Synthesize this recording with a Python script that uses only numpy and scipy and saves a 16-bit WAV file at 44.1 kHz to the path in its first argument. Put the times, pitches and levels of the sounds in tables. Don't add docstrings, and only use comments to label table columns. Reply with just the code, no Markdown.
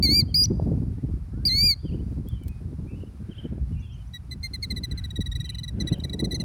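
import sys
import numpy as np
from scipy import signal
from scipy.fft import rfft, irfft
from scipy.io import wavfile
from scipy.ndimage import uniform_filter1d

SR = 44100
rng = np.random.default_rng(int(sys.argv[2]) if len(sys.argv) > 2 else 0)


def generate_wav(signal):
    frames = np.transpose(np.atleast_2d(signal))
    scaled = np.clip(frames, -1, 1) * 32767
    pcm = np.round(scaled).astype(np.int16)
    wavfile.write(sys.argv[1], SR, pcm)


N = 284004
TIME = np.arange(N) / SR

# time_s, relative rumble_db, relative flutter_db
BREEZE = [(0.0, -22.5, -28), (.33, -31, -39.5), (.72, -23.5, -23), (.97, -30.5, -41), (1.15, -30, -36),
          (1.25, -36.5, -54.5), (1.42, -31, -37), (1.65, -26, -35), (1.77, -36, -57.5), (1.9, -29, -35.5),
          (2.55, -35.5, -47.5), (2.8, -34.5, -36), (3.35, -40.5, -53.5), (3.7, -29, -48), (4.06, -40, -60),
          (4.7, -34, -42), (5.4, -31.5, -50.5), (5.7, -34, -48), (5.8, -33, -37), (6.44, -32, -31)]
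# centre_s, width_s, relative flutter_db, relative rumble_db
GUST_ROWS = [(.12, 0.13, -27, -33), (0.225, 0.042, -26, -29), (0.528, 0.044, -20.5, -32),
             (1.065, .06, -30, -31.5), (1.36, .04, -34, -30), (1.847, 0.036, -32, -32.5),
             (1.961, 0.064, -27, -31), (2.164, 0.063, -31, -37.5), (2.335, 0.041, -51.5, -26.5),
             (2.48, .05, -43, -28.5), (2.663, 0.039, -38, -31), (2.835, 0.034, -34, -41),
             (3.003, 0.089, -39.5, -41), (3.209, 0.033, -36.5, -38), (3.307, 0.047, -34.5, -46.5),
             (3.468, 0.048, -32, -38), (3.536, 0.064, -32, -41), (3.626, 0.026, -37, -22),
             (3.735, 0.054, -39.5, -26.5), (4.346, .11, -46, -37), (4.73, 0.068, -31.5, -34),
             (4.815, 0.04, -39, -31.5), (4.919, 0.048, -43.5, -28.5), (5.193, 0.023, -27.5, -22.5),
             (5.817, 0.083, -27, -32.5), (5.921, 0.02, -22.5, -27), (6.24, 0.12, -29.5, -37)]


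def amp(db):
    return 10 ** (np.asarray(db) / 20)


def unit(x):
    return x / np.sqrt(np.mean(x ** 2) + 1e-20)


def add(mix, start_s, sound):
    part = mix[max(round(start_s * SR), 0):][:len(sound)]
    part += sound[:len(part)]


def noise(points):
    point_hz, db = np.transpose(points)
    hz = np.fft.rfftfreq(N, 1 / SR)
    shape_db = np.interp(np.log(hz + 1), np.log(point_hz + 1), db, right=-120)
    return unit(irfft(rfft(rng.standard_normal(N)) * amp(shape_db), N))


def wander(size, rate_hz):
    padded = size + SR // 4
    hz = np.fft.rfftfreq(padded, 1 / SR)
    drift = irfft(rfft(rng.standard_normal(padded)) * np.exp(-(hz / rate_hz) ** 2))
    return unit(drift)[:size]


def gate(t, rise_s, fall_s):
    rise = np.clip(t / rise_s, 0, 1)
    fall = np.clip((t[-1] - t) / fall_s, 0, 1)
    return np.sin(np.pi / 2 * rise * fall) ** 2


def scatter(x, t60_s, edge_hz):
    t = np.arange(SR) / SR
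    low_pass = signal.butter(2, min(edge_hz, SR / 2.2), fs=SR)
    tail = signal.lfilter(*low_pass, rng.standard_normal(SR))
    tail *= amp(-60 * t / t60_s)
    return signal.fftconvolve(x, tail / np.linalg.norm(tail))[:N]


def buffet(band, breeze_db, gust_db, lump_db, lump_hz, size):
    steady_db = np.interp(TIME, [row[0] for row in BREEZE], breeze_db)
    power = amp(steady_db + lump_db * wander(N, lump_hz)) ** 2
    for (centre_s, width_s, *_), db in zip(GUST_ROWS, gust_db):
        power += amp(db) ** 2 * np.exp(-np.minimum((2 * (TIME - centre_s) / width_s) ** 2, 20))
    return band * np.sqrt(power / uniform_filter1d(band ** 2, size=size))


def wind(grain_db=5.5):
    # freq_hz, relative db_per_hz
    rumble_band = [(10, -60.5), (25, -20), (32, -15.5), (42, -4.5), (62, 2.5), (90, -1), (130, -6),
                   (190, -15.5), (280, -29.5), (450, -82.5)]
    # freq_hz, relative db_per_hz
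    flutter_band = [(70, -25), (125, 2), (170, 4.5), (220, 1.5), (310, -4.5), (450, -15.5), (650, -29),
                    (1000, -38.5), (1800, -66.5), (4000, -91.5)]
    # freq_hz, relative db_per_hz
    harsh_band = [(200, -30), (380, 0), (600, -1), (900, -14.5), (1500, -34.5), (3000, -60)]
    # time_s, level_db
    harsh_curve = [(0.0, -54), (.42, -67), (.6, -47), (.95, -70.5), (3.25, -71.5), (3.5, -55.5),
                   (3.8, -79.5), (5.68, -75), (5.8, -50.5), (6.1, -50.5), (6.44, -48)]
    # centre_s, peak_db, half_width_s (to the zero crossing)
    eddies = [(0.092, -16, 0.00098), (.228, -12, 0.0022), (0.599, -18.5, .00047), (.666, -15.5, 0.0022),
              (.718, -18.5, 0.00066), (.803, -15.5, 0.0018), (.883, -15.5, 0.002), (1.042, -16.5, .0015),
              (1.14, -21, 0.0012), (2.067, -20.5, 0.0016), (3.037, -27, 0.00075), (3.454, -24, 0.0008),
              (5.192, -20, 0.00084)]
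    _, rumble_db, flutter_db = np.transpose(BREEZE)
    _, _, gust_flutter_db, gust_rumble_db = np.transpose(GUST_ROWS)
    grain = unit(amp(grain_db * wander(N, 38)))
    rumble = buffet(noise(rumble_band), rumble_db, gust_rumble_db, lump_db=2.15, lump_hz=17, size=3500)
    flutter = buffet(noise(flutter_band) * grain, flutter_db, gust_flutter_db,
                     lump_db=2.4, lump_hz=20, size=4000)
    harsh = noise(harsh_band) * grain * amp(np.interp(TIME, *np.transpose(harsh_curve)))
    out = amp(-0.75) * rumble + amp(-1.6) * flutter + harsh
    for centre_s, peak_db, half_width_s in eddies:
        u = np.arange(-.02, .02, 1 / SR) / half_width_s
        add(out, centre_s - .02, amp(peak_db) * (1 - u ** 2) * np.exp(-u ** 2 / 2))
    return out


def air(air_db=-63):
    # freq_hz, relative db_per_hz
    hiss_band = [(150, -2), (400, -13), (700, -4.5), (1310, -7), (1940, -12.5), (2400, -13), (3070, -18.5),
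                 (4730, -16.5), (5400, -18), (6740, -22.5), (8000, -22.5), (10100, -17), (11500, -26),
                 (16000, -30.5)]
    # freq_hz, relative db_per_hz
    swell_band = [(700, -23.5), (1200, -18), (1580, -5.5), (1900, -14), (2600, -15), (4000, -23)]
    # centre_s, sigma_s, relative level_db
    swell_rows = [(3.413, 0.13, -62), (4.978, 0.091, -60), (5.873, 0.092, -58.5)]
    swell = sum(amp(db) * np.exp(-((TIME - centre_s) / sigma_s) ** 2 / 2)
                for centre_s, sigma_s, db in swell_rows)
    hiss = noise(hiss_band) * amp(air_db + .9 * wander(N, 9))
    return hiss + noise(swell_band) * swell * amp(-2)


def syrinx(hz, harmonics_db, odd_db, bright_db, jitter, onset_jitter, shimmer_db, slip=22):
    size = len(hz)
    jump = uniform_filter1d(abs(np.gradient(np.log(hz))), size=300)
    unsettled = onset_jitter * np.exp(-np.arange(size) / SR / 0.006) + slip * jump
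    rough = jitter * wander(size, 350) + unsettled * wander(size, 1800)
    phase = 2 * np.pi * np.cumsum(hz * (1 + rough)) / SR
    out = np.zeros(size)
    for k, db in enumerate(harmonics_db, 1):
        waver_db = shimmer_db * wander(size, 120) * (.2 if k == 2 else 1)
        hollow_db = odd_db if k == 1 else np.minimum(odd_db, 0) * (k % 2)
        treble_db = bright_db * (k > 3)
        gain = amp(db + hollow_db + treble_db + waver_db)
        out += gain * np.sin(k * phase) * (k * hz < SR / 2)
    return np.sqrt(2) * out


def cries(bright_db_per_octave=30, steady_share=.6, waver_db=0.9):
    # time_s, pitch_hz
    pitch_curves = [
        [(.025, 2260), (.04, 2352), (.056, 2240), (.075, 2066), (.115, 2220), (.155, 2353), (.178, 2385),
         (.2, 2362), (.223, 2030)],
        [(.342, 2196), (.349, 2326), (.358, 2459), (.402, 2411), (.44, 2444), (.452, 2430), (.457, 2200),
         (.462, 2120)],
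        [(1.451, 2190), (1.459, 2420), (1.472, 2420), (1.497, 2015), (1.56, 2190), (1.645, 2400), (1.666, 2414),
         (1.708, 2287), (1.743, 2066)],
    ]
    # relative level_db, brightness_db, hollow_until_s (middle of the fade)
    cry_rows = [(-18.5, 1.1, 0.0023), (-19, 0, 0.11), (-19.5, -0.5, .038)]
    cry_harmonics_db = [-19, 0.5, -23, -24, -26, -24.5, -29.5]
    full_hz, louder_db_per_octave, loudest_db = 2360, 28.5, -0.05
    tire_s, tire_db = 0.026, 11.5
    crack_from_s, crack_to_s, crack_ratio = .4395, .4555, 1.212
    hollow_depth_db, hollow_onset_s, hollow_fade_s = -19, 0.013, 4 * 0.0059
    out = np.zeros(N)
    for curve, (db, own_bright_db, hollow_until_s) in zip(pitch_curves, cry_rows):
        s, pitch_hz = np.transpose(curve)
        t = np.arange(0, s[-1] - s[0], 1 / SR)
        now_s = t + s[0]
        cracked = uniform_filter1d(1. * (now_s > crack_from_s) * (now_s < crack_to_s), size=50)
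        glide_hz = uniform_filter1d(np.interp(now_s, s, pitch_hz), size=400, mode="nearest")
        hz = glide_hz * crack_ratio ** cracked
        effort_db = np.minimum(louder_db_per_octave * np.log2(hz / full_hz), loudest_db)
        tired = np.clip(1 - (t[-1] - t) / tire_s, 0, 1) ** 2
        hollow = np.clip(.5 - (t - hollow_until_s) / hollow_fade_s, 0, 1)
        hollow *= np.minimum(t / hollow_onset_s, 1)
        odd_db = hollow_depth_db * hollow - steady_share * effort_db - .6
        rise_bright_db = np.minimum(bright_db_per_octave * np.log2(hz / 2280), 3)
        bright_db = own_bright_db + rise_bright_db - 6 * cracked - 5 * tired
        voice = syrinx(hz, cry_harmonics_db, odd_db, bright_db,
                       jitter=.0012, onset_jitter=0.0046, shimmer_db=1.06)
        level_db = db + effort_db - tire_db * tired + waver_db * wander(len(t), 50)
        add(out, s[0], voice * amp(level_db) * gate(t, 0.0021, 0.0034))
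    return out


def whistle(length_s, start_hz, end_hz, db):
    arch_hz, arch_s = 340, .045
    t = np.arange(0, length_s, 1 / SR)
    u = t / length_s
    height_hz = arch_hz * min(arch_s / length_s, 1) ** 2 * (end_hz < start_hz)
    hz = start_hz + (end_hz - start_hz) * u + height_hz * np.sin(np.pi * u)
    hz *= 1 + 0.011 * wander(len(t), 140)
    return amp(db) * np.sin(2 * np.pi * np.cumsum(hz) / SR) * gate(t, 0.0054, .01)


def songbirds():
    # start_s, length_s, start_hz, end_hz, relative level_db
    whistle_rows = [(0.278, .046, 3060, 2800, -58), (.96, .07, 1740, 2110, -70),
                    (1.315, .05, 1595, 1780, -66), (1.319, .13, 1260, 1670, -64),
                    (1.852, 0.054, 3100, 2520, -53.5), (1.915, 0.043, 2360, 3300, -57),
                    (2.271, 0.038, 3220, 3540, -54.5), (2.308, 0.083, 3170, 2900, -57.5),
                    (2.38, .13, 2394, 2120, -68), (2.485, 0.062, 2480, 2500, -59),
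                    (2.87, 0.056, 2360, 2720, -58.5), (3.311, 0.03, 3010, 2420, -51),
                    (3.341, 0.033, 3020, 3670, -58), (3.379, 0.031, 2930, 2740, -43),
                    (3.79, 0.034, 5450, 6530, -65), (3.82, 0.061, 3410, 3000, -58),
                    (3.758, 0.1, 2740, 2780, -61.5), (3.893, 0.081, 3120, 2990, -57),
                    (3.916, 0.044, 5150, 6800, -64.5), (4.068, 0.021, 5560, 6200, -63.5),
                    (5.453, 0.055, 3140, 2430, -53), (5.519, 0.043, 2215, 3200, -59),
                    (5.871, 0.046, 3130, 3810, -58), (5.897, 0.056, 2450, 3400, -56),
                    (5.936, 0.032, 2960, 2654, -48.5), (6.392, 0.039, 2680, 2430, -55)]
    # start_s, length_s, mean pitch_hz, relative level_db
    twitter_rows = [(1.772, .14, 3180, -69.5), (2.888, .16, 2470, -58), (3.291, 0.13, 2904, -61.5),
                    (3.725, .29, 2520, -66), (5.353, .27, 2380, -62.5), (5.484, 0.083, 2890, -58),
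                    (6.0, 0.12, 2280, -61)]
    chirps_per_s, chirp_s, chirp_spread = 28, .042, 0.0497
    out = np.zeros(N)
    for start_s, *slur in whistle_rows:
        add(out, start_s, whistle(*slur))
    for start_s, length_s, hz, db in twitter_rows:
        for at_s in np.arange(0, length_s - chirp_s / 2, 1 / chirps_per_s):
            late, first, last, loud = rng.standard_normal(4)
            first_hz = hz * (1 + chirp_spread * first)
            last_hz = hz * (1 + chirp_spread * last)
            chirp = whistle(chirp_s, first_hz, last_hz, db + 3.1 * loud)
            add(out, start_s + at_s + 0.0066 * late, chirp)
    heard = amp(-0.5) * out + amp(-11.5) * scatter(out, t60_s=0.34, edge_hz=21000)
    add(heard, .055, amp(-16.0) * scatter(out, t60_s=0.029, edge_hz=5500))
    return heard


def ticks():
    # start_s, relative level_db, treble tilt_db_per_octave
    tick_rows = [(2.117, -51.5, 11), (2.287, -32.5, 13), (2.436, -43.5, 3), (2.478, -48, 1),
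                 (2.482, -34, 3), (2.488, -45.5, 3), (5.985, -50, 7)]
    out = np.zeros(N)
    t = np.arange(1024) / SR
    octaves = np.log2(np.fft.rfftfreq(len(t), 1 / SR) / 10000 + 0.017)
    for start_s, db, tilt_db in tick_rows:
        burst = unit(irfft(rfft(rng.standard_normal(len(t))) * amp(tilt_db * octaves)))
        add(out, start_s, amp(db - 3) * burst * np.exp(-t / 0.0018))
    return out


def trill(crest=0.25, sag=0.88, scoop=0.02, fade_db=6, thin_db=14, rasp_db=-31, swell_db=8):
    # start_s, length_s (before a 4.2 ms extension), relative level_db, crest pitch_hz
    notes = [(4.134, 0.041, -37.5, 1952), (4.309, .033, -37, 2030), (4.428, 0.045, -32, 2108),
             (4.533, 0.031, -32, 2097), (4.624, 0.031, -29, 2171), (4.702, .026, -29.5, 2093),
             (4.76, 0.032, -33.5, 2026), (4.833, 0.025, -30, 2053), (4.91, 0.021, -36.5, 2014),
             (4.973, .029, -37.5, 2050), (5.038, 0.024, -35.5, 1993), (5.103, 0.016, -36.5, 1928),
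             (5.156, 0.023, -34.5, 1942), (5.204, .025, -33.5, 1970), (5.258, 0.022, -35, 1964),
             (5.314, 0.021, -36, 1910), (5.351, 0.022, -34.5, 1978), (5.398, .024, -35, 1940),
             (5.441, 0.028, -38, 1990), (5.49, .02, -32, 2015), (5.544, .016, -36, 1985),
             (5.582, 0.02, -35, 2010), (5.631, 0.023, -35, 2015), (5.677, 0.021, -35.5, 1974),
             (5.799, 0.027, -31, 2030), (5.87, 0.026, -31, 1977), (5.922, 0.024, -33, 2014),
             (5.998, 0.011, -39.5, 1935), (6.036, 0.021, -31.5, 2004), (6.094, 0.011, -34.5, 1960),
             (6.129, .019, -32, 1972), (6.19, 0.025, -30, 2010), (6.24, 0.022, -31, 2040),
             (6.308, 0.03, -31, 2005), (6.341, .027, -30.5, 2100), (6.397, 0.025, -32, 2066)]
    trill_harmonics_db = [-13.5, -0.5, -16, -22.5, -19, -30.5, -28, -32]
    # change_db from mid-trill to its end, reversed toward its start
    drift_db = [-1.3, -0.3, 3, -1, 2.7, 0, -3, -1]
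    # freq_hz, relative db_per_hz
    rasp_band = [(1000, -35), (2000, 16), (3000, -10), (4300, 8), (7000, -2.5), (10000, 0), (16000, -24)]
    rest_hz, sag_share, base_sag_hz = 1923, 0.77, 28.2
    warm_up_s = (4.43, 4.57)
    even_s, fuller_db_per_doubling = 0.017, 6
    base_bright_db, bright_share, uneven_db = 1.14, 0.16, 1.5
    out, push = np.zeros(N), np.zeros(N)
    for start_s, length_s, db, top_hz in notes:
        t = np.arange(0, length_s + 0.0042, 1 / SR)
        u = t / t[-1]
        starting = np.clip(1 - u / crest, 0, 1)
        fallen = np.sin(np.pi / 2 * np.clip((u - crest) / (sag - crest), 0, 1)) ** 2
        warmed = np.interp(start_s, warm_up_s, (0, 1))
        sag_hz = base_sag_hz + sag_share * (top_hz - rest_hz) * warmed
        hz = (top_hz - sag_hz * fallen) * (1 - scoop * starting ** 2)
        calm = np.clip((length_s - .022) / 0.023, 0, 1.5)
        level_db = db + calm * (-0.5 - swell_db * starting) - fade_db * fallen
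        odd_db = fuller_db_per_doubling * np.log2(length_s / even_s)
        odd_db = odd_db - thin_db * (2 * u - 1) ** 2 - 12 * np.exp(-t / 0.0039)
        progress = np.interp(start_s, (notes[0][0], notes[-1][0]), (-1, 1))
        harmonics_db = np.add(trill_harmonics_db, progress * np.array(drift_db))
        harmonics_db[2:] += uneven_db * rng.standard_normal(len(harmonics_db[2:]))
        bright_db = base_bright_db + bright_share * (level_db - db)
        voice = syrinx(hz, harmonics_db, odd_db, bright_db, jitter=.005, onset_jitter=.022, shimmer_db=2.4)
        add(out, start_s, voice * amp(level_db) * gate(t, 0.0042, 0.01))
        add(push, start_s - .006, amp(db + rasp_db) * gate(t, 0.0014, 0.0024))
    return out + push * noise(rasp_band)


def scene():
    bird = cries() + trill()
    out = bird + amp(-28) * scatter(bird, t60_s=.13, edge_hz=11000)
    out += amp(-44.0) * scatter(bird, t60_s=1.0, edge_hz=6100)
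    add(out, .19, amp(-52.0) * scatter(bird, t60_s=.01, edge_hz=5000))
    return (out + songbirds() + ticks() + wind() + air())[None]


def record(dry, low_cut_hz=36, edge_hz=16200):
    high_pass = signal.butter(4, low_cut_hz, "highpass", fs=SR, output="sos")
    cut = signal.sosfilt(high_pass, dry)
    band_limit = signal.firwin(511, edge_hz, window=("kaiser", 9), fs=SR)
    return signal.oaconvolve(cut, band_limit[None], "same")


dry = scene()
out = record(dry)
generate_wav(out)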